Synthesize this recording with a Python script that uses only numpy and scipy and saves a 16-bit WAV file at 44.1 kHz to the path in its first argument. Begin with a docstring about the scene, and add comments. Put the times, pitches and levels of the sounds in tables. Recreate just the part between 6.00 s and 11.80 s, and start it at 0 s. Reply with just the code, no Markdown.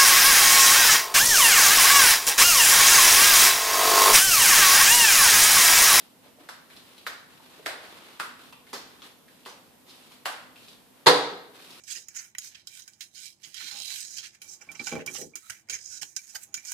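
"""Dealing playing cards

Cards are dealt one by one onto a soft mat in a bare, lively room: damped resonances and friction bursts
make each snap, shorter ones the edge flicks, and soft resonances the finger touches.
Grainy noise makes the sliding. Near the end the pack is knocked down on the hard table top, whose modes ring.
Faint hiss, wavering rumble and a thin hum lie beneath."""
import sys
import numpy as np
from scipy import signal
from scipy.fft import rfft, irfft
from scipy.io import wavfile

SR = 44100
rng = np.random.default_rng(int(sys.argv[2]) if len(sys.argv) > 2 else 0)


def int16_out(signal):
    """Quantize to a 16-bit WAV file."""
    q = np.round(np.clip(np.atleast_2d(signal).T, -1, 1) * 32767)
    wavfile.write(sys.argv[1], SR, q.astype(np.int16))


N = 255778
TIME = np.arange(N) / SR

# pack meets table, edge first, then card upon card: [t/s, relative level/dB]
KNOCK = [(5.0610, -11), (5.067, 1), (5.0700, -2.5), (5.0757, -6), (5.084, -14)]
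# card-on-card friction spectrum: [f/Hz, relative level/dB per Hz]
CARD_HISS = [(1500, -26), (2500, -2), (4000, 0), (6000, -10.5), (10000, -10), (15000, -16)]
# diffuse sound: [f/Hz, left-right correlation]
LIKENESS = [(130, 0.89), (300, 0.92), (550, 0.8), (1000, 0.25), (2000, 0.031), (8000, 0.14)]


def from_db(db):
    """Decibels to gain."""
    return 10 ** (np.asarray(db) / 20)


def unit_energy(x):
    """Scale to the energy of a unit click."""
    return x / np.sqrt(np.sum(x ** 2, axis=-1, keepdims=True) + 1e-20)


def at_hz(points, hz):
    """Read a table on a log-frequency axis."""
    f, value = np.transpose(points)
    return np.interp(np.log(np.maximum(hz, 1)), np.log(f), value)


def bins(size):
    """Frequencies of a real FFT, Hz."""
    return np.arange(size // 2 + 1) * SR / size


def response(spectrum, size=4096):
    """Causal (minimum-phase) click with the given spectrum and unit energy."""
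    cepstrum = irfft(np.log(from_db(at_hz(spectrum, bins(size)))))
    # fold the cepstrum onto positive time
    cepstrum[1:size // 2] *= 2
    cepstrum[size // 2 + 1:] = 0
    return unit_energy(irfft(np.exp(rfft(cepstrum))))


def through(x, impulse):
    """Pass a signal through an impulse response."""
    return signal.fftconvolve(np.atleast_2d(x), np.atleast_2d(impulse), axes=-1)[:, :N]


def add(track, s, sound):
    """Mix a sound into a track at time s."""
    at = int(np.clip(round(s * SR), 0, N - 1))
    track[..., at:at + sound.shape[-1]] += sound[..., :N - at]


def ring(hz, cycles, size=4096):
    """Heavily damped resonance with steep skirts that dies in about so many cycles; unit energy."""
    radius = from_db(-60 * hz / (cycles * SR))
    angle = 2 * np.pi * hz / SR
    section = [1, 0, -1, 1, -2 * radius * np.cos(angle), radius * radius]
    return unit_energy(signal.sosfilt([section, section], signal.unit_impulse(size)))


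def scuff(decay_s, size=4096):
    """Burst of paper friction: exponentially decaying white noise; unit energy."""
    return unit_energy(rng.standard_normal(size) * np.exp(-TIME[:size] / decay_s))


def diffuse(size, likeness=LIKENESS):
    """Stereo white noise whose two sides are as alike at each frequency as the table says."""
    mid, side = rfft(rng.standard_normal((2, size)))
    alike = np.clip(at_hz(likeness, bins(size)), -1, 1)
    common = np.sqrt((1 + alike) / 2) * mid
    opposed = np.sqrt((1 - alike) / 2) * side * [[1], [-1]]
    return irfft(common + opposed, size)


def lean(x, balance):
    """Split an L-R dB table evenly between left and right."""
    tilt_db = at_hz(balance, bins(N)) / 2
    return irfft(rfft(x) * from_db([tilt_db, -tilt_db]), N)


def room(direct_db, early_db=-3, tail_db=0.0, early_t60=0.3, gap_s=0.0018, size=256):
    """Direct sound, two near echoes, a cloud of early reflections and a tail whose treble dies first."""
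    # reverberation: [f/Hz, t60/s]
    tail_t60 = [(150, 1), (500, 0.69), (1500, 0.65), (4000, 0.61), (7000, 0.51), (13000, 0.34)]
    # nearest surfaces: [delay/s, level/dB re direct]
    echoes = [(.0046, -4.5), (.0068, -4)]
    t = TIME[:SR]
    hz, when_s, frames = signal.stft(diffuse(SR), SR, nperseg=size)
    decay = from_db(-60 * when_s / at_hz(tail_t60, hz)[:, None])
    tail = signal.istft(frames * decay, SR)[1][:, :SR]
    early = diffuse(SR) * from_db(-60 * t / early_t60)
    build = 1 - np.exp(-(t / gap_s) ** 2)
    impulse = from_db(tail_db) * unit_energy(tail * build)
    impulse += from_db(early_db) * unit_energy(early * build)
    impulse[:, 0] += from_db(direct_db)
    for delay_s, db in echoes:
        for ear in impulse:
            jitter_s = rng.uniform(-0.0004, 0.00034)
            add(ear, delay_s + jitter_s, from_db([db + direct_db]))
    return impulse


def background(air_db=-57.5, swing_db=1.4, swing_s=.13, rumble_hz=300, hum_hz=252.3, hum_db=-69.5):
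    """Steady faint hiss, a low rumble that wavers slowly, and a thin hum."""
    # still room spectrum: [f/Hz, relative level/dB per Hz]
    air_colour = [(15, -72), (25, -7), (44, -9), (75, -10.5), (196, -2), (265, -1), (383, -7.5),
                  (501, -4.5), (558, -8), (1030, -10), (1240, -14.5), (3440, -16.5), (6370, -21.5),
                  (13500, -17.5), (15000, -27.5)]
    # room air: [f/Hz, left-right correlation]
    air_likeness = [(40, -1), (130, 0.55), (300, 0.42), (550, 0.28), (1000, 0.42), (2000, 0.15),
                    (8000, 0.04)]
    air = from_db(air_db) * through(diffuse(N, air_likeness), response(air_colour))
    lowpass = signal.butter(2, rumble_hz, fs=SR, output="sos")
    rumble = signal.sosfiltfilt(lowpass, air)
    smoothing = unit_energy(np.hanning(int(2 * swing_s * SR)))
    slow = signal.fftconvolve(rng.standard_normal(N), smoothing, "same")
    hum = from_db(hum_db) * np.sqrt(2) * np.sin(2 * np.pi * hum_hz * TIME)
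    return (air - rumble) + from_db(swing_db * slow) * rumble + hum


def stroke(start_s, length_s, attack_s=0.025, release_s=0.057, sag_db_per_s=5):
    """Friction gain of one stroke: rises, sags as the pressure eases, dies away as the hand comes to rest."""
    t = np.maximum(TIME - start_s, 0)
    attack = np.minimum(t / attack_s, 1)
    sag = from_db(-sag_db_per_s * np.minimum(t, length_s))
    release = np.exp(-np.maximum(t - length_s, 0) / release_s)
    return attack * sag * release


def sliding(hiss_db=-2.5, brush_db=-3, grain_db=1.5, catches_per_s=220):
    """Paper fibres catch and let go, so the friction noise is grainy; the room spreads it wide."""
    # hand draws a card off the pack or pushes it onto its pile:
    # [start/s, length/s, card on card relative level/dB, hand and card on mat relative level/dB]
    strokes = [(-0.05, 0.048, -49, -50.5), (0.215, 0.061, -61, -55.5), (0.385, 0.061, -61, -53.5),
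               (0.684, 0.42, -55, -55.5), (1.281, 0.2, -57, -56), (1.44, .21, -55, -53),
               (1.796, .37, -52, -48), (2.37, 0.11, -53.5, -52.5), (2.667, .06, -55.5, -61),
               (2.86, 0.22, -60, -55), (3.011, 0.053, -50, -49), (3.288, 0.23, -61, -64.5),
               (3.856, 0.31, -53.5, -56), (4.556, 0.19, -54.5, -59), (4.93, 0.16, -68, -61),
               (5.526, .09, -53, -52), (5.59, .21, -49, -51.5)]
    # friction on the mat: [f/Hz, relative level/dB per Hz]
    mat_brush = [(120, -21.5), (290, 6.5), (560, 1), (1100, 4.5), (2000, 1), (3500, -3), (8000, -22)]
    hiss, brush = np.zeros((2, N))
    for start_s, length_s, card_db, mat_db in strokes:
        motion = stroke(start_s, length_s)
        hiss = np.maximum(hiss, from_db(card_db + hiss_db) * motion)
        brush = np.maximum(brush, from_db(mat_db + brush_db) * motion)
    # random gain, held from one catch to the next
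    catch = np.cumsum(rng.random(N) < catches_per_s / SR)
    grain = from_db(grain_db * rng.standard_normal(N))[catch]
    on_card = grain * hiss * diffuse(N)
    on_mat = grain * brush * diffuse(N)
    return through(on_card, response(CARD_HISS)) + through(on_mat, response(mat_brush))


def fingers(edge_cycles=3.4, tick_db=-10.5, rub_db=-3, grit_db=-8, touch_db=15, touch_cycles=5):
    """A card edge lets go with a tick and scrapes on briefly; fingers touch the mat softly."""
    # card edges flick past each other: [t/s, relative level/dB, f/Hz, scrape decay/s]
    flicks = [(0.702, -27, 1780, 0.0072), (0.766, -23, 3600, 0.005), (0.98, -23, 3030, 0.0018),
              (2.106, -32, 2820, .005), (2.526, -22, 2430, 0.0044), (2.668, -29.5, 2020, 0.0059),
              (3.020, -22, 3440, 0.0035), (3.282, -29.5, 1700, 0.0073), (3.453, -21.5, 2970, 0.013),
              (3.493, -24, 5160, 0.0079), (3.896, -22.5, 3780, 0.014), (4.119, -29.5, 2160, 0.0066),
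              (4.559, -25.5, 2480, 0.0055), (4.632, -30, 4200, .012), (4.684, -23, 3670, 0.0066),
              (5.707, -23.5, 4730, 0.0024)]
    # fingers touch the mat: [t/s, relative level/dB, f/Hz]
    touches = [(0.261, -47, 575), (0.386, -43, 584), (0.406, -45, 295), (1.4, -47, 900), (1.595, -41, 476),
               (2.526, -41.5, 1000), (3.02, -43, 1170), (3.47, -38.5, 1020), (4.112, -49.5, 1050)]
    out, hiss = np.zeros((2, N)), response(CARD_HISS)
    for s, db, hz, decay_s in flicks:
        edge = ring(hz, edge_cycles)
        tick = from_db(tick_db) * unit_energy(edge + hiss)
        rub = from_db(rub_db) * through(scuff(decay_s), edge)
        grit = from_db(grit_db) * through(scuff(decay_s), hiss)
        add(out, s, from_db(db) * through(tick, room(direct_db=3.5)))
        add(out, s, from_db(db) * through(rub + grit, room(direct_db=-3.5)))
    for s, db, hz in touches:
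        touch = from_db(db + touch_db) * ring(hz, touch_cycles)
        add(out, s, through(touch, room(direct_db=0.0)))
    return out


def table_ring(level_db=-13, swell_s=0.028, right_db=2.0):
    """The table top takes up the hardest blow; its modes swell as they fill the room, and close pairs beat."""
    # table top modes: [f/Hz, relative level/dB, t60/s]
    modes = [(166.8, -6.5, 0.18), (292, -14, 0.61), (391.5, -4.5, 0.24), (447, -15, 0.66),
             (485, -9.5, 0.69), (494.4, 9.5, 0.24), (596, -21, 0.36), (746, -6.5, 0.28), (984, -6, 0.33),
             (1073, -7, 0.18), (1310, -18, 0.65), (1570, -27, 0.93), (1790, -23, .45)]
    out, t = np.zeros((2, N)), TIME[:SR]
    blow_s = KNOCK[1][0]
    swell = 1 - np.exp(-(t / swell_s) ** 2)
    for hz, db, t60 in modes:
        envelope = from_db(db + level_db - 60 * t / t60) * swell
        phase = 2 * np.pi * hz * t
        apart_rad = np.arccos(np.clip(at_hz(LIKENESS, hz), -1, 1))  # phase between the sides
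        add(out[0], blow_s, envelope * np.sin(phase))
        add(out[1], blow_s, envelope * np.sin(phase + apart_rad) * from_db(right_db))
    return out


def knock(level_db=13, clatter_db=-6, clatter_s=0.0094, size=4096):
    """Each contact of the pack is a hard clack and a clatter of loose cards, heard mostly via the room."""
    # knock spectrum: [f/Hz, relative level/dB per Hz]
    colour = [(50, -42), (100, -24.5), (160, -13.5), (250, -11.5), (450, 1), (660, -3.5), (960, 3),
              (1250, -4), (1900, -4), (2500, -12.5), (3600, -5), (4350, -3.5), (5500, -16.5), (11000, -24),
              (15000, -48)]
    # left-right balance of the knock by frequency: [f/Hz, L-R level/dB]
    knock_balance = [(250, -1), (500, 2.5), (1000, -1), (2500, 1), (4800, 0), (9000, -2.5), (14000, -22)]
    out = np.zeros((2, N))
    for s, db in KNOCK:
        force = signal.unit_impulse(size) + from_db(clatter_db) * scuff(clatter_s)
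        space = room(direct_db=-12.0, early_db=3.5, early_t60=0.13, gap_s=0.00027)
        add(out, s, from_db(db + level_db) * through(force, space))
    return lean(through(out, response(colour)), knock_balance)


def snaps(card_cycles=3.08, overtone_ratio=1.99, overtone_cycles=13, thud_cycles=1.37,
          slip_db=-7, slip_s=0.002, size=4096):
    """The bent card slips off the thumb, springs flat in two bending modes, slaps the pile and skids to rest."""
    # [t/s, card level/dB, card f/Hz, overtone level/dB re card, thud level/dB, thud f/Hz,
    #  crack level/dB, skid level/dB, skid decay/s]
    deals = [(0.49, -16.5, 1290, -20, -20, 630, -16, -20.5, 0.0042),
             (1.0666, -7.5, 1440, -20, -17.5, 480, -14, -10, 0.0098),
             (1.662, -6, 1630, -16, -6.5, 537, -5.5, -11.5, 0.0011),
             (2.1997, -5, 1230, -15, -19.5, 327, -7, -21, 0.0042),
             (2.732, -14, 945, -25, -15.5, 324, -13.5, -9.5, 0.024),
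             (3.462, -19, 920, -20, -20, 400, -19, -20, .028),
             (4.2578, -9.5, 1380, -4.5, -4.5, 760, -4, -14.5, 0.0018)]
    # crack spectrum: [f/Hz, relative level/dB per Hz]
    crack_spectrum = [(500, -22.5), (1500, 6), (2300, 0), (3000, 0.5), (4400, -0.5), (6000, -9.5),
                      (8000, -6), (11000, -8), (15000, -15)]
    # skid spectrum: [f/Hz, relative level/dB per Hz]
    skid_spectrum = [(600, -18), (1500, 4), (2700, -1.5), (4300, 4), (6000, -2.5), (8500, -8.5),
                     (15000, -11.5)]
    out, crack_colour = np.zeros((2, N)), response(crack_spectrum)
    for s, card_db, card_hz, overtone_db, thud_db, thud_hz, crack_db, skid_db, skid_s in deals:
        # friction swells until the card lets go
        slip = np.array([scuff(slip_s)[::-1] for ear in out])
        add(out, s - size / SR, from_db(crack_db + slip_db) * through(slip, crack_colour))
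        overtone = from_db(overtone_db) * ring(overtone_ratio * card_hz, overtone_cycles)
        card = from_db(card_db) * (ring(card_hz, card_cycles) + overtone)
        thud = from_db(thud_db) * ring(thud_hz, thud_cycles)
        crack = from_db(crack_db) * crack_colour
        skid = from_db(skid_db) * through(scuff(skid_s), response(skid_spectrum))
        # face, mat and edge radiate in different directions, so each meets other walls first
        add(out, s, through(card, room(direct_db=0.2)))
        add(out, s, through(thud, room(direct_db=-5)))
        add(out, s, through(crack, room(direct_db=-8.0)))
        add(out, s, through(skid, room(direct_db=-2.0)))
    return out


def scene():
    """All the handling sounds in one room, over its faint background."""
    return background() + sliding() + fingers() + table_ring() + knock() + snaps()


def record(dry, cutoff_hz=14900):
    """The two microphone ports differ in colour; peaks are rounded and the top is cut."""
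    # microphone ports: [f/Hz, L-R level/dB]
    ports = [(200, 0), (500, 0), (1300, -0.5), (2400, 0.5), (3800, 2), (5200, -4.5), (8500, -3.5),
             (14000, -2)]
    rounded = np.tanh(lean(dry, ports))
    lowpass = signal.ellip(12, .1, 90, cutoff_hz, fs=SR, output="sos")
    return signal.sosfilt(lowpass, rounded)


dry = scene()
out = record(dry)
int16_out(out)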